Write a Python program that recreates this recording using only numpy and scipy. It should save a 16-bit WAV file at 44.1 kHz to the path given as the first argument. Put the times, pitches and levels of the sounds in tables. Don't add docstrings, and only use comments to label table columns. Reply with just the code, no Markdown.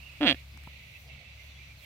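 import sys
import numpy as np
from scipy import signal
from scipy.fft import rfft, irfft
from scipy.io import wavfile
from scipy.ndimage import uniform_filter1d

SR = 44100
rng = np.random.default_rng(int(sys.argv[2]) if len(sys.argv) > 2 else 0)


def put_to_file(sound):
    columns = np.atleast_2d(sound).T
    safe = np.clip(columns, -1, 1)
    whole_steps = np.round(safe * 32767)
    wavfile.write(sys.argv[1], SR, whole_steps.astype(np.int16))


N = 81585
TIME = np.arange(N) / SR


def undb(db):
    return 10 ** (np.asarray(db) / 20)


def curve(rows, column=1):
    rows = np.array(rows)
    return np.interp(TIME, rows[:, 0], rows[:, column])


def spectrum(points):
    hz, values = np.array(points).T
    return np.interp(np.log(np.fft.rfftfreq(2 * N, 1 / SR) + 1), np.log(hz), values)


def colour(x, db):
    cepstrum = irfft(np.log(undb(db)))
    cepstrum[1:N] *= 2
    cepstrum[N + 1:] = 0
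    return irfft(rfft(x, 2 * N) * np.exp(rfft(cepstrum)))[:N]


def noise(points):
    x = colour(rng.standard_normal(N), spectrum(points))
    return x / x.std()


def wander(rate_hz):
    span = max(int(SR / rate_hz), 2)
    x = uniform_filter1d(uniform_filter1d(rng.standard_normal(N), span), span)
    return x / x.std()


def tone(hz):
    return np.sqrt(2) * np.sin(2 * np.pi * np.cumsum(hz) / SR)


def pan(x, db):
    return x * undb(np.array([[db], [-db]]) / 2)


def engine():
    # time in seconds, level in dB.
    swell = [(0.0, -52.5), (0.23, -60), (0.334, -49.5), (0.68, -49.5), (0.76, -56.5), (0.968, -61),
             (1.132, -51), (1.22, -64), (1.7, -49.5), (1.85, -60)]
    # multiple of the fundamental, relative level in dB.
    harmonics = [(1, 1.5), (2, -10)]
    # frequency in Hz, relative density in dB.
    rumble = [(20, -63), (36, -6), (55, -5), (110, 2), (160, -8), (230, -16), (400, -27.5), (600, -18.5),
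              (900, -31), (2000, -46)]
    hz = 68.16 * (1 + 0.014 * wander(10.3))
    drone = sum(undb(db + 2 * wander(2.7)) * tone(order * hz) for order, db in harmonics)
    return pan(drone * undb(curve(swell)) + undb(-57) * noise(rumble), db=1.43)


def open_air():
    # frequency in Hz, relative density in dB.
    left = [(600, 1), (1600, 2.5), (4500, 2), (7000, -2.5), (10000, -9.5), (13500, -4.5), (16000, -10.5)]
    right = [(200, -25), (600, -5.5), (1500, -3.5), (4500, -1), (7000, -18.5), (10000, -38), (13000, -31),
             (15500, -18)]
    # time in seconds, treble gain in dB.
    rustle = [(0, 3), (.88, 5), (1.02, 11.5), (1.1, 0.5), (1.3, -3.5), (1.45, 6), (1.53, -0.5), (1.76, 2),
              (1.83, 10.5)]
    air = np.array([undb(-61) * noise(left), undb(-60) * noise(right)]) * undb(1.1 * wander(1.3))
    treble = signal.sosfiltfilt(signal.butter(2, 9200, "high", fs=SR, output="sos"), air)
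    return air + treble * (undb(curve(rustle)) - 1)


def field_hiss():
    # frequency in Hz, relative density in dB.
    band = [(1200, -37), (1780, -20.5), (1920, -2), (2320, 4.5), (2450, 1.5), (2620, 3.5), (3250, -8.5),
            (3420, -4), (3600, -7), (4000, -7), (5000, -25), (7000, -34.5)]
    # time in seconds, level in dB.
    swell = [(0, -57.5), (.2, -56.5), (.39, -54), (.46, -62.5), (.67, -51.5), (.98, -55), (1.06, -61),
             (1.1, -53), (1.2, -55.5), (1.29, -54.5), (1.47, -53.5), (1.73, -56), (1.79, -64), (1.85, -53)]
    hiss = np.array([noise(band) * undb(1.7 * wander(24.3)) for _ in range(2)])
    return pan(hiss * undb(curve(swell)), db=-6)


def far_call():
    # time in seconds, level in dB.
    envelope = [(0, -55.5), (.1, -57), (.19, -58.5), (.26, -54)]
    sounding = TIME < envelope[-1][0]
    note = tone(2703 * (1 + 0.049 * wander(533)))
    return pan(sounding * note * undb(curve(envelope) + 4.4 * wander(81)), db=-15)


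def fold_closures(phase, snap_gain, push_gain):
    # frequency in Hz, gain in dB.
    snap_colour = [(100, -19), (600, -12.5), (1100, 0), (1800, 0.5), (2400, 6.5), (3200, 8.5), (4000, 4.5),
                   (4680, 1), (4920, -21), (6300, -12.5), (10500, -54)]
    push_colour = [(100, -17), (300, -29), (520, 6.5), (740, 3), (850, 1), (1100, -1), (1500, 1),
                   (2500, -52)]
    register_break_s, weak_db, scatter_db = .2535, -40, .6
    cycles = np.arange(28)
    times = np.interp(cycles, phase, TIME)
    weak = (cycles % 2 == 1) & (times < register_break_s)
    uneven = undb(weak_db * weak + scatter_db * rng.standard_normal(len(cycles)))
    strength = uneven * np.interp(times, TIME, snap_gain)
    closing_s = np.clip(2.4e-5 / (strength + 1e-9), .5 / SR, 9e-5)
    pulses = np.exp(-.5 * np.minimum(abs(TIME - times[:, None]) / closing_s[:, None], 20) ** 2)
    pulses = -pulses / pulses.sum(axis=1, keepdims=True)
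    snaps = colour(strength @ pulses, spectrum(snap_colour))
    pushes = colour((uneven * np.interp(times, TIME, push_gain)) @ pulses, spectrum(push_colour))
    return snaps + pushes


def grunt_filter(source):
    # centre in Hz, width in Hz, gain in dB.
    bands = [(703, 58, 5), (1440, 140, 7.5), (1520, 160, -17), (1744, 55, 5), (1930, 330, 7),
             (2430, 59, 5.5), (2570, 54, 1), (2746, 75, 9.5), (3315, 144, 12.5), (4260, 48, 9),
             (5690, 1050, -30), (7140, 2700, -21)]
    hz = np.fft.rfftfreq(2 * N, 1 / SR)
    response_db = sum(10 * np.log10(1 + (undb(db) ** 2 - 1) / (1 + (2 * (hz - centre) / width) ** 2))
                      for centre, width, db in bands)
    return colour(source, response_db)


def buffalo():
    # time in seconds, pitch in Hz.
    pitch = [(.211, 283), (.222, 308), (.235, 289.3), (.25, 289), (.2535, 247.3), (.26, 252.2),
             (.2705, 211), (.275, 175.8), (.282, 167.5), (.312, 132.3), (.3225, 137), (.35, 65)]
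    # time in seconds, then gains of hum, push and snap in dB.
    effort = [(.206, -32.5, -14, -18), (.211, -35.5, 3, -7), (.223, -25.5, -1, -7.5),
              (.231, -27, 4.5, -3.5), (.258, -26.5, 3, -5), (.267, -26.5, 3, 1.5), (.278, -23, 3, 6),
              (.289, -31, -1, 3.5), (.312, -34, 0, 3), (.32, -34.5, 0.5, -4), (.328, -36.5, -3.5, -1),
              (.335, -48, -24, -21.5), (.346, -46, -11, -9.5), (.358, -69, -32, -41)]
    # frequency in Hz, gain in dB.
    chest = [(80, 2), (135, -8), (175, -10.5), (240, 2), (295, 7), (345, -8.5), (430, -23.5), (570, -18),
             (720, -20), (850, -22.5), (1150, -44)]
    # frequency in Hz, relative density in dB.
    nostrils = [(500, -11.5), (1500, 2.5), (3300, -5), (5000, -0.5), (7500, -10.5), (10500, -31),
                (15000, -44)]
    # frequency in Hz, left minus right in dB.
    left_gain = [(300, 5), (700, -4), (1300, -2.5), (1800, -13.5), (3200, -9.5), (3800, -18), (4400, -1.5),
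                 (5500, 3.5), (15000, 15.5)]
    # frequency in Hz, lead of the left in radians.
    left_lead = [(1500, 0.29), (2400, 1.05), (4100, 3), (5000, 4.32)]
    first_snap_s, fade_s, puff_decay_cycles = .2106, 0.0015, 0.78
    hz = curve(pitch)
    phase = np.cumsum(hz) / SR
    phase -= np.interp(first_snap_s, TIME, phase)
    voiced = np.clip(np.minimum(TIME - effort[0][0], effort[-1][0] - TIME) / fade_s, 0, 1)
    hum_gain, push_gain, snap_gain = (voiced * undb(curve(effort, column)) for column in (1, 2, 3))
    chest_hz, chest_db = np.array(chest).T
    hum = sum(-np.cos(2 * np.pi * k * phase) * undb(np.interp(k * hz, chest_hz, chest_db))
              for k in range(1, 7))
    closures = fold_closures(phase, snap_gain, push_gain)
    puffs = undb(-38) * snap_gain * np.exp(-(phase % 1) / puff_decay_cycles) * noise(nostrils)
    right = grunt_filter(closures + puffs)
    right_to_left = undb(spectrum(left_gain)) * np.exp(1j * spectrum(left_lead))
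    left = irfft(rfft(right, 2 * N) * right_to_left)[:N]
    return pan(hum_gain * hum, db=1) + np.array([left, right])


def bird_whistles():
    # start in seconds, length in seconds, top pitch in Hz, level in dB.
    whistles = [(0.505, 0.05, 4650, -67), (1.055, 0.052, 4800, -65)]
    out = np.zeros(N)
    for start, length, top_hz, db in whistles:
        progress = np.clip((TIME - start) / length, 0, 1)
        hz = top_hz * (1 - 0.083 * (2 * progress - 1) ** 2)
        out += undb(db) * np.sin(np.pi * progress) * tone(hz * (1 + .085 * wander(830)))
    return out


def scuffs():
    # peak time in seconds, Gaussian width in seconds, band centre in Hz, level in dB.
    swells = [(0.552, 0.021, 234, -59.5), (1.083, 0.027, 636, -63.5), (1.2, 0.043, 614, -68.5),
              (1.606, 0.0086, 332, -69.5)]
    hz, relative_width = np.fft.rfftfreq(N, 1 / SR), .26
    out = np.zeros(N)
    for peak, width, centre, db in swells:
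        band = np.exp(-.5 * ((hz / centre - 1) / relative_width) ** 2)
        rub = irfft(rfft(rng.standard_normal(N)) * band, N)
        out += undb(db) * rub / rub.std() * np.exp(-.5 * ((TIME - peak) / width) ** 2)
    return out


def impacts(hits, surface, decay_s):
    envelope = sum(undb(db) * (TIME >= at) * np.exp(-abs(TIME - at) / decay_s) for at, db in hits)
    response_db = spectrum(surface)
    rms_gain = np.sqrt(np.mean(undb(response_db) ** 2))
    return colour(rng.standard_normal(N) * envelope, response_db) / rms_gain


def straw_ticks():
    # start in seconds, level in dB.
    ticks = [(.574, -46.5), (.637, -49)]
    # frequency in Hz, relative gain in dB.
    straw = [(4500, 2.5), (8000, -5), (15000, -12)]
    return pan(impacts(ticks, straw, decay_s=0.002), db=8.5)


def hoof_falls():
    # start in seconds, level in dB.
    falls = [(.6732, -37), (1.159, -49.5)]
    # frequency in Hz, relative gain in dB.
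    ground = [(80, -0.5), (200, 8.5), (370, -6), (560, 0), (1300, -5.5), (1800, -21), (6000, -33)]
    return impacts(falls, ground, decay_s=.0025)


def insect():
    # time in seconds, level in dB.
    envelope = [(.7, -79), (.94, -76.5), (1.05, -75), (1.25, -83), (1.42, -73.5), (1.68, -74), (1.78, -84)]
    sounding = TIME > envelope[0][0]
    waver = 1 + 0.0054 * wander(15.3) + .013 * wander(970)
    trill = tone(5940 * waver) + undb(-8.5) * tone(7000 * waver)
    return pan(sounding * trill * undb(curve(envelope)), db=10.5)


def bird_peeps():
    # peak time in seconds, pitch in Hz, level in dB.
    peeps = [(0.962, 2630, -53), (1.108, 2664, -55.5), (1.27, 2620, -54.5), (1.4, 2080, -57),
             (1.515, 3550, -63), (1.57, 3400, -60), (1.605, 2360, -54), (1.714, 2370, -54)]
    width_s = 0.013
    out = np.zeros(N)
    for peak, hz, db in peeps:
        envelope = np.exp(-.5 * ((TIME - peak) / width_s) ** 2)
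        out += undb(db) * envelope * tone(hz * (1 + .018 * wander(384)))
    return pan(out, db=-6)


def bird_chirps():
    # start in seconds, level in dB.
    chirps = [(1.183, -66), (1.481, -65.5), (1.772, -61)]
    length_s, from_hz, to_hz = 0.092, 4600, 2720
    blur = 1 + .024 * wander(760)
    out = np.zeros(N)
    for start, db in chirps:
        progress = np.clip((TIME - start) / length_s, 0, 1)
        hz = from_hz + progress * (to_hz - from_hz)
        out += undb(db) * abs(np.sin(2 * np.pi * progress)) * tone(blur * hz)
    return out


def scene():
    nearby = buffalo() + straw_ticks() + hoof_falls() + scuffs()
    background = engine() + open_air() + field_hiss() + far_call()
    return nearby + background + bird_chirps() + bird_whistles() + bird_peeps() + insect()


def record(dry):
    cutoff_hz = 15750
    return signal.sosfilt(signal.ellip(10, .1, 80, cutoff_hz, fs=SR, output="sos"), dry)


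dry = scene()
out = record(dry)
put_to_file(out)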